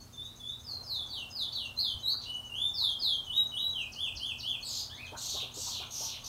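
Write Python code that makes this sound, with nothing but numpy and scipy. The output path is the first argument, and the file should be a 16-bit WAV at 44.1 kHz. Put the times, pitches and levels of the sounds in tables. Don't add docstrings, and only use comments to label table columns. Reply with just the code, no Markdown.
import sys
import numpy as np
from scipy import signal
from scipy.fft import rfft, irfft, next_fast_len
from scipy.io import wavfile
from scipy.ndimage import uniform_filter1d

SR = 44100
rng = np.random.default_rng(int(sys.argv[2]) if len(sys.argv) > 2 else 0)


def generate_wav(signal):
    frames = np.transpose(np.atleast_2d(signal))
    scaled = np.clip(frames, -1, 1) * 32767
    pcm = np.round(scaled).astype(np.int16)
    wavfile.write(sys.argv[1], SR, pcm)


N = 276948
TIME = np.arange(N) / SR

# frequency_hz, strength_db
AIR_COLOUR = [(20, -29), (35, -1.5), (60, -3.5), (87, 4), (110, -6.5), (170, -9.5), (320, -14), (700, -22),
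              (1200, -21), (2000, -29), (5000, -25), (9000, -30.5), (15500, -32)]
# frequency_hz, strength_db
RUSH_COLOUR = [(150, -29), (350, -8), (700, 1), (1100, -1.5), (1500, -10.5), (2100, -28), (5000, -23.5)]
# time_s, level_db
RUSH_LEVELS = [(0, -68.5), (.66, -70.5), (.70, -59.5), (2.0, -61), (3.4, -60.5), (4.4, -62), (5.2, -60),
               (6.28, -59.5)]
# pitch_hz, level_db
HUM_TONES = [(120, -61), (240, -66.5)]
# time_s, chirps_so_far
CHIRP_COUNTS = [(0, 0), (1.87, 16), (5.05, 44), (6.3, 55)]
# start_s, peak_db, pitch_hz, decay_s
THUDS = [(.21, -53, 327, 0.0041), (1.946, -39.5, 68.7, 0.011), (3.017, -49, 288, 0.0066),
         (4.151, -45, 83.3, 0.015)]
# delay_ms, gain (a minus flips the wave)
WALL_ECHOES = [(2.3, 0.081), (5.9, -0.33), (9.7, 0.5), (14.6, -0.13), (21.5, 0.39)]
# frequency_hz, time_to_fade_60_db_s
PORCH_RING = [(300, 0.089), (1200, 0.35), (2300, 0.29), (3200, 0.34), (5000, 0.32), (8000, 0.22),
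              (15000, 0.16)]
# start_s, level_db, first_hz, last_hz, length_s
PLOP_NOTES = [(2.127, -54, 960, 1330, 0.034), (2.805, -54.5, 791, 1376, 0.044),
              (5.119, -47, 409, 1527, 0.05), (5.338, -48, 375, 1276, 0.045), (5.424, -50.5, 403, 805, 0.02),
              (5.565, -49.5, 392, 547, 0.027), (5.664, -49.5, 920, 1064, 0.033),
              (5.796, -50, 422, 1458, 0.047), (6.004, -49, 480, 1168, 0.038),
              (6.224, -58.5, 895, 1245, 0.025)]
# frequency_hz, strength_db
PUFF_COLOUR = [(180, -25), (340, 4), (450, 5), (700, -26), (1100, -6), (2000, -42)]
# start_s, peak_db, decay_s
CAGE_RUSTLES = [(1.085, -51, 0.0041), (1.52, -43, 0.007), (2.206, -46.5, 0.012), (2.235, -41, 0.0034),
                (2.465, -65, 0.0046)]
# frequency_hz, strength_db
FEATHER_COLOUR = [(1800, -25), (3200, 0), (4000, 15), (5500, -2), (9000, -24), (15000, -22)]
WHISTLE_OVERTONES = [-33.5, -26, -34]
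# frequency_hz, boost_db
BEAK_COLOUR = [(6000, 2), (8500, 0.5), (10400, -0.5), (12000, 3.5), (15500, 4)]
# start_s, length_s, peak_db, first_hz, target_hz, hold_s, glide_s, peak_at_share
SLIDING_NOTES = [(0.0, 0.017, -49, 4340, 4250, 0.0, 0.02, 0.13),
                 (0.128, 0.18, -45, 3528, 4120, 0.069, 0.099, 0.28),
                 (0.394, 0.16, -41.0, 3414, 4270, 0.059, 0.11, 0.27),
                 (0.639, 0.15, -40.5, 5060, 4154, 0.022, 0.034, 0.42),
                 (0.836, 0.21, -36.5, 5140, 3340, 0.018, 0.073, 0.5),
                 (1.09, 0.15, -38, 4480.0, 2660.0, 0.017, 0.054, 0.099),
                 (1.306, 0.14, -35.5, 4970, 2610, 0.04, 0.085, 0.88),
                 (1.45, 0.055, -42, 2930, 3518, 0.0097, 0.012, 0.67),
                 (1.519, 0.15, -36, 4430, 2675, 0.021, 0.051, 0.14),
                 (1.763, 0.053, -30, 4013, 5670, 0.022, 0.032, 0.52),
                 (1.788, 0.15, -33, 4290, 2950, 0.019, 0.061, 0.33),
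                 (2.025, 0.11, -29, 3844, 4750, 0.036, 0.042, 0.46),
                 (2.254, 0.16, -37, 2730, 2949, 0.008, 0.0074, 0.31),
                 (2.493, 0.21, -31.5, 2770, 3636, 0.032, 0.061, 0.76),
                 (2.736, 0.2, -28.5, 5260, 3096, 0.0037, 0.08, 0.51),
                 (2.99, 0.18, -29.5, 4980.0, 3102, 0.0037, 0.069, 0.33),
                 (3.262, 0.17, -30, 2956, 3827, 0.053, 0.018, 0.74),
                 (3.516, 0.18, -30.5, 2932, 3890, 0.044, 0.02, 0.46),
                 (3.729, 0.12, -35, 3354, 2152, 0.0017, 0.095, 0.21)]
# start_s, zip_db, zip_top_hz, arch_db, arch_top_hz
ZIP_CALLS = [(3.91, -36, 6290, -33.5, 3567), (4.148, -33, 6200, -34, 3470),
             (4.379, -32.5, 5980, -34.5, 3513)]
# time_s, pitch_hz, level_db
SQUEAK_PATH = [(4.895, 1535, -50), (4.93, 1748, -44.5), (4.965, 1995, -56.5), (5.0, 2420, -47),
               (5.036, 2623, -43.5), (5.058, 1890, -52.5), (5.08, 1575, -45.5)]
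# start_s, length_s, low_db, low_hz, high_db, high_hz,
# flutters_per_s, low_sweep_share, high_sweep_share, rough_share (shares of pitch; a minus sweep falls)
BUZZ_NOTES = [ (5.162, 0.29, -37, 4142, -41, 6670, 26, .25, 0.43, 0.096),
              (5.536, 0.3, -39, 4150, -40.5, 6730, 69.2, 0.51, 0.56, 0.066),
              (5.904, .277, -42.5, 4003, -39, 6340, 67.7, -.7, -0.344, 0.0547),
              (6.238, .29, -37, 4500, -39, 6050, 57, -0.4, -0.31, 0.059)]
# frequency_hz, strength_db
HISS_COLOUR = [(1500, -30), (2200, 0), (2800, 10.5), (4500, 4), (5800, 3), (7300, 2), (8500, 10),
               (10300, 1.5), (12300, 14.5), (15500, 3.5)]


def gain_of(db):
    return 10 ** (np.asarray(db) / 20)


def evened(x):
    return x / np.sqrt(np.mean(x ** 2) + 1e-20)


def look_up(points, hz):
    table_hz, value = np.transpose(points)
    return np.interp(np.log(hz + 1), np.log(table_hz + 1), value)


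def add(mix, start_s, sound):
    part = mix[max(round(start_s * SR), 0):][:len(sound)]
    part += sound[:len(part)]


def smooth_path(rows, size=220):
    times, *columns = np.transpose(rows)
    t = np.arange(times.min(), times.max() + .004, 1 / SR)
    return times.min(), *(uniform_filter1d(np.interp(t, times, c), size) for c in columns)


def faded(x, size=130):
    i = np.arange(len(x))
    from_edge = np.minimum(i, i[::-1])
    return x * np.sin(np.pi / 2 * np.minimum(from_edge / size, 1)) ** 2


def wander(count, hz):
    size = next_fast_len(count + SR // 4)
    keep_slow = np.exp(-(np.fft.rfftfreq(size, 1 / SR) / hz) ** 2)
    return evened(irfft(rfft(rng.standard_normal(size)) * keep_slow))[:count]


def noise(colour, count=N):
    size = next_fast_len(count)
    gains = gain_of(look_up(colour, np.fft.rfftfreq(size, 1 / SR)))
    return evened(irfft(rfft(rng.standard_normal(size)) * gains, size))[:count]


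def hump(progress, peak_at, swell_db, fade_db, roundness=1.2):
    before = np.maximum(1 - progress / peak_at, 0)
    after = np.maximum(progress - peak_at, 0) / (1 - peak_at)
    return -swell_db * before ** roundness - fade_db * after ** roundness


def outdoors(air_db=-55):
    air = gain_of(air_db + 0.2 * wander(N, 0.48)) * noise(AIR_COLOUR)
    rush_db = np.interp(TIME, *np.transpose(RUSH_LEVELS)) + 0.53 * wander(N, 60)
    rush = gain_of(rush_db) * noise(RUSH_COLOUR)
    hum = sum(gain_of(db) * evened(np.sin(2 * np.pi * hz * TIME + 0.16 * wander(N, 12.0)))
              for hz, db in HUM_TONES)
    return air + rush + hum


def insect(db=-58, peak_at=0.21, pitch_hz=6350, width_hz=400):
    cycle = np.interp(TIME, *np.transpose(CHIRP_COUNTS)) % 1
    stroke = (cycle / peak_at * np.exp(1 - cycle / peak_at)) ** 1.9
    phase = 2 * np.pi * pitch_hz * TIME
    scrape = evened(wander(N, width_hz) * np.cos(phase) + wander(N, width_hz) * np.sin(phase))
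    return gain_of(db + 0.5 * wander(N, 40)) * stroke * scrape


def bumps(rough=0.47):
    out, t = np.zeros(N), np.arange(SR // 4) / SR
    for start_s, db, hz, decay_s in THUDS:
        phase = 2 * np.pi * np.cumsum(hz * (1 + rough * wander(len(t), hz))) / SR
        level = gain_of(db) * t / decay_s * np.exp(1 - t / decay_s)
        add(out, start_s, level * np.sin(phase))
    return out


def porch(x, tail_db, build_s=0.016, beam_hz=11500):
    specks = rng.standard_normal(SR) * (rng.random(SR) < .1)
    hz, t, bands = signal.stft(specks, SR, nperseg=256)
    dying = gain_of(-60 * t / look_up(PORCH_RING, hz)[:, None])
    tail = signal.istft(bands * dying * (1 - np.exp(-t / build_s)), SR, nperseg=256)[1]
    early = np.zeros(len(tail))
    early[0] = 1
    for delay_ms, gain in WALL_ECHOES:
        early[round(delay_ms * SR / 1000)] += gain
    dull = signal.lfilter(*signal.butter(2, beam_hz, fs=SR), early)
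    response = dull + gain_of(tail_db) * tail / np.linalg.norm(tail)
    strength = np.hypot(np.linalg.norm(early), gain_of(tail_db))
    return signal.fftconvolve(x, response / strength)[:N]


def plops(rough=0.15, puff_db=-8, puff_decay_s=0.0045, deep_below_hz=600):
    out = np.zeros(N)
    for start_s, db, first_hz, last_hz, length_s in PLOP_NOTES:
        progress = np.linspace(0, 1, int(length_s * SR))
        t = progress * length_s
        hz = (first_hz + (last_hz - first_hz) * progress) * (1 + rough * wander(len(t), 600))
        ring = evened(np.sin(2 * np.pi * np.cumsum(hz) / SR) * progress * np.exp(-progress / 0.36))
        puff = gain_of(puff_db) * evened(noise(PUFF_COLOUR, len(t)) * t ** 2 * np.exp(-t / puff_decay_s))
        add(out, start_s, faded(gain_of(db) * (ring + puff * (first_hz < deep_below_hz))))
    return out


def rustles():
    level, t = np.zeros(N), np.arange(SR // 5) / SR
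    for start_s, db, decay_s in CAGE_RUSTLES:
        add(level, start_s, gain_of(db) * t / decay_s * np.exp(1 - t / decay_s))
    return level * noise(FEATHER_COLOUR)


def whistle(hz, db, waver=0.0051, waver_hz=250, flicker_db=3.5, shimmer_db=2.5, shimmer_hz=90):
    count = len(hz)
    hz = hz * (1 + waver * wander(count, waver_hz))
    phase = 2 * np.pi * np.cumsum(hz) / SR
    tone = np.sin(phase)
    for k, overtone_db in enumerate(WHISTLE_OVERTONES, 2):
        gain = gain_of(overtone_db + look_up(BEAK_COLOUR, k * hz) + flicker_db * wander(count, 60))
        tone += gain * np.sin(k * phase) * (k * hz < SR / 2)
    return faded(gain_of(db + shimmer_db * wander(count, shimmer_hz)) * evened(tone), size=220)


def sliding_note(length_s, db, first_hz, target_hz, hold_s, glide_s, peak_at, scoop=0.0358):
    t = np.arange(0, length_s, 1 / SR)
    still_to_go = np.exp(-(np.maximum(t - hold_s, 0) / glide_s) ** 1.335)
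    hz = target_hz + (first_hz - target_hz) * still_to_go
    hz *= 1 + scoop * np.exp(-t / 0.0184)
    return whistle(hz, db + hump(t / length_s, peak_at, swell_db=12.5, fade_db=8.5))


def zip_note(db, top_hz, rise_s=.012, fall_s=.022, foot_hz=3870, swell_db=23.5):
    t = np.arange(0, rise_s + fall_s, 1 / SR)
    hz = np.interp(t, [0, rise_s, t[-1]], [foot_hz, top_hz, foot_hz])
    return whistle(hz, db - swell_db * (1 - t / t[-1]), waver=0.031, waver_hz=700)


def arch_note(db, top_hz, rise_s=.066, fall_s=.076, first_hz=2850, last_hz=2455,
              swell_db=11, fade_db=15.5):
    t = np.arange(-rise_s, fall_s, 1 / SR)
    from_top = np.clip(np.maximum(-t / rise_s, t / fall_s), 0, 1)
    foot_hz = np.where(t < 0, first_hz, last_hz)
    hz = foot_hz + (top_hz - foot_hz) * (1 - from_top) ** 1.25
    droop_db = np.where(t < 0, swell_db * from_top, fade_db * from_top ** 2)
    return whistle(hz, db - droop_db, waver=0.0058)


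def squeak(rough=0.029, throat_hz=2900, throat_width_hz=1300, beak_share=0.54):
    start_s, hz, db = smooth_path(SQUEAK_PATH)
    phase = 2 * np.pi * np.cumsum(hz * (1 + rough * wander(len(hz), 370))) / SR
    k = np.arange(1, 4)[:, None]
    weight = 1 / (1 + (2 * (k * hz - throat_hz) / throat_width_hz) ** 2)
    weight += beak_share * ((k * hz > 2300) & (k * hz < 4500))
    tone = (weight * np.sin(k * phase)).sum(0) / np.linalg.norm(weight, axis=0)
    return start_s, faded(gain_of(db) * evened(tone))


def fluttering_voice(db, hz, beat, sweep, rough, build_s, rough_hz, throb, tilt_db=5):
    ramp = uniform_filter1d(beat - .5, 70)
    build = 1 - np.exp(-np.arange(len(db)) / (build_s * SR))
    pitch_hz = hz * (1 + build * (sweep * ramp + rough * wander(len(db), rough_hz)))
    tone = np.sin(2 * np.pi * np.cumsum(pitch_hz) / SR) * gain_of(tilt_db * np.sign(sweep) * ramp)
    return gain_of(db) * evened(tone * (1 - throb * np.cos(2 * np.pi * beat)))


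def two_voices(low_db, low_hz, high_db, high_hz, flutter, build_s, hiss_db=-8.5, uneven=.07):
    flutters_per_s, low_sweep, high_sweep, rough = flutter
    beat = np.cumsum(flutters_per_s * (1 + uneven * wander(len(low_db), 30))) / SR % 1
    low = fluttering_voice(low_db, low_hz, beat, low_sweep, rough, build_s, rough_hz=388, throb=0.26)
    high = fluttering_voice(high_db, high_hz, beat, high_sweep, rough, build_s, rough_hz=437, throb=0.6)
    airflow = np.hypot(gain_of(high_db), gain_of(low_db - 9))
    puffs = 1 - 0.69 * np.cos(2 * np.pi * beat)
    hiss = gain_of(hiss_db) * airflow * noise(HISS_COLOUR, len(beat)) * puffs
    beak = signal.butter(2, 1750, "high", fs=SR, output="sos")
    return faded(signal.sosfilt(np.vstack([beak, beak]), low + high + hiss))


def screech(length_s=0.19, swell_db=7, push_db=5.5, push_s=0.012, fade_in_s=0.031, close_s=.048):
    t = np.arange(1, length_s * SR) / SR
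    low_db = -36.5 - swell_db * (1 - t / length_s)
    low_db += push_db * np.exp(-(t / push_s) ** 2)
    high_db = -43.5 + 20 * np.log10(1 - np.exp(-(t / fade_in_s) ** 2))
    apart = np.exp(-(t / close_s) ** 2)
    low_hz, high_hz = 4440 - 121 * apart, 6640 + 1850 * apart
    flutter = (51, -.5, 0, .052)  # flutters_per_s, low_sweep_share, high_sweep_share, rough_share
    return two_voices(low_db, low_hz, high_db, high_hz, flutter, build_s=0.031)


def buzz(length_s, low_db, low_hz, high_db, high_hz, *flutter, turn_at=.55, low_sag=.3, high_sag=.15):
    progress = np.linspace(0, 1, int(length_s * SR))
    late = np.maximum(progress - turn_at, 0) / (1 - turn_at)
    low_db = low_db + hump(progress, peak_at=0.79, swell_db=10.5, fade_db=6.5)
    high_db = high_db + hump(progress, peak_at=0.23, swell_db=7, fade_db=0) - 27 * late
    low_hz, high_hz = low_hz * (1 - low_sag * late), high_hz * (1 - high_sag * progress)
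    return two_voices(low_db, low_hz, high_db, high_hz, flutter, build_s=0.0081)


def finch(arch_delay_s=.048, screech_start_s=4.626):
    song = np.zeros(N)
    for start_s, *note in SLIDING_NOTES:
        add(song, start_s, sliding_note(*note))
    for start_s, zip_db, zip_hz, arch_db, arch_hz in ZIP_CALLS:
        add(song, start_s, zip_note(zip_db, zip_hz))
        add(song, start_s + arch_delay_s, arch_note(arch_db, arch_hz))
    add(song, screech_start_s, screech())
    add(song, *squeak())
    for start_s, *note in BUZZ_NOTES:
        add(song, start_s, buzz(*note))
    return song


def scene():
    bird = porch(finch() + rustles(), tail_db=-2)
    gurgle = porch(plops(), tail_db=-4.5)
    return (bird + gurgle + bumps() + insect() + outdoors())[None]


def record(dry):
    treble_cut = signal.firwin(511, 15800, window=("kaiser", 9), fs=SR)
    return signal.oaconvolve(dry, treble_cut[None], "same")


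dry = scene()
out = record(dry)
generate_wav(out)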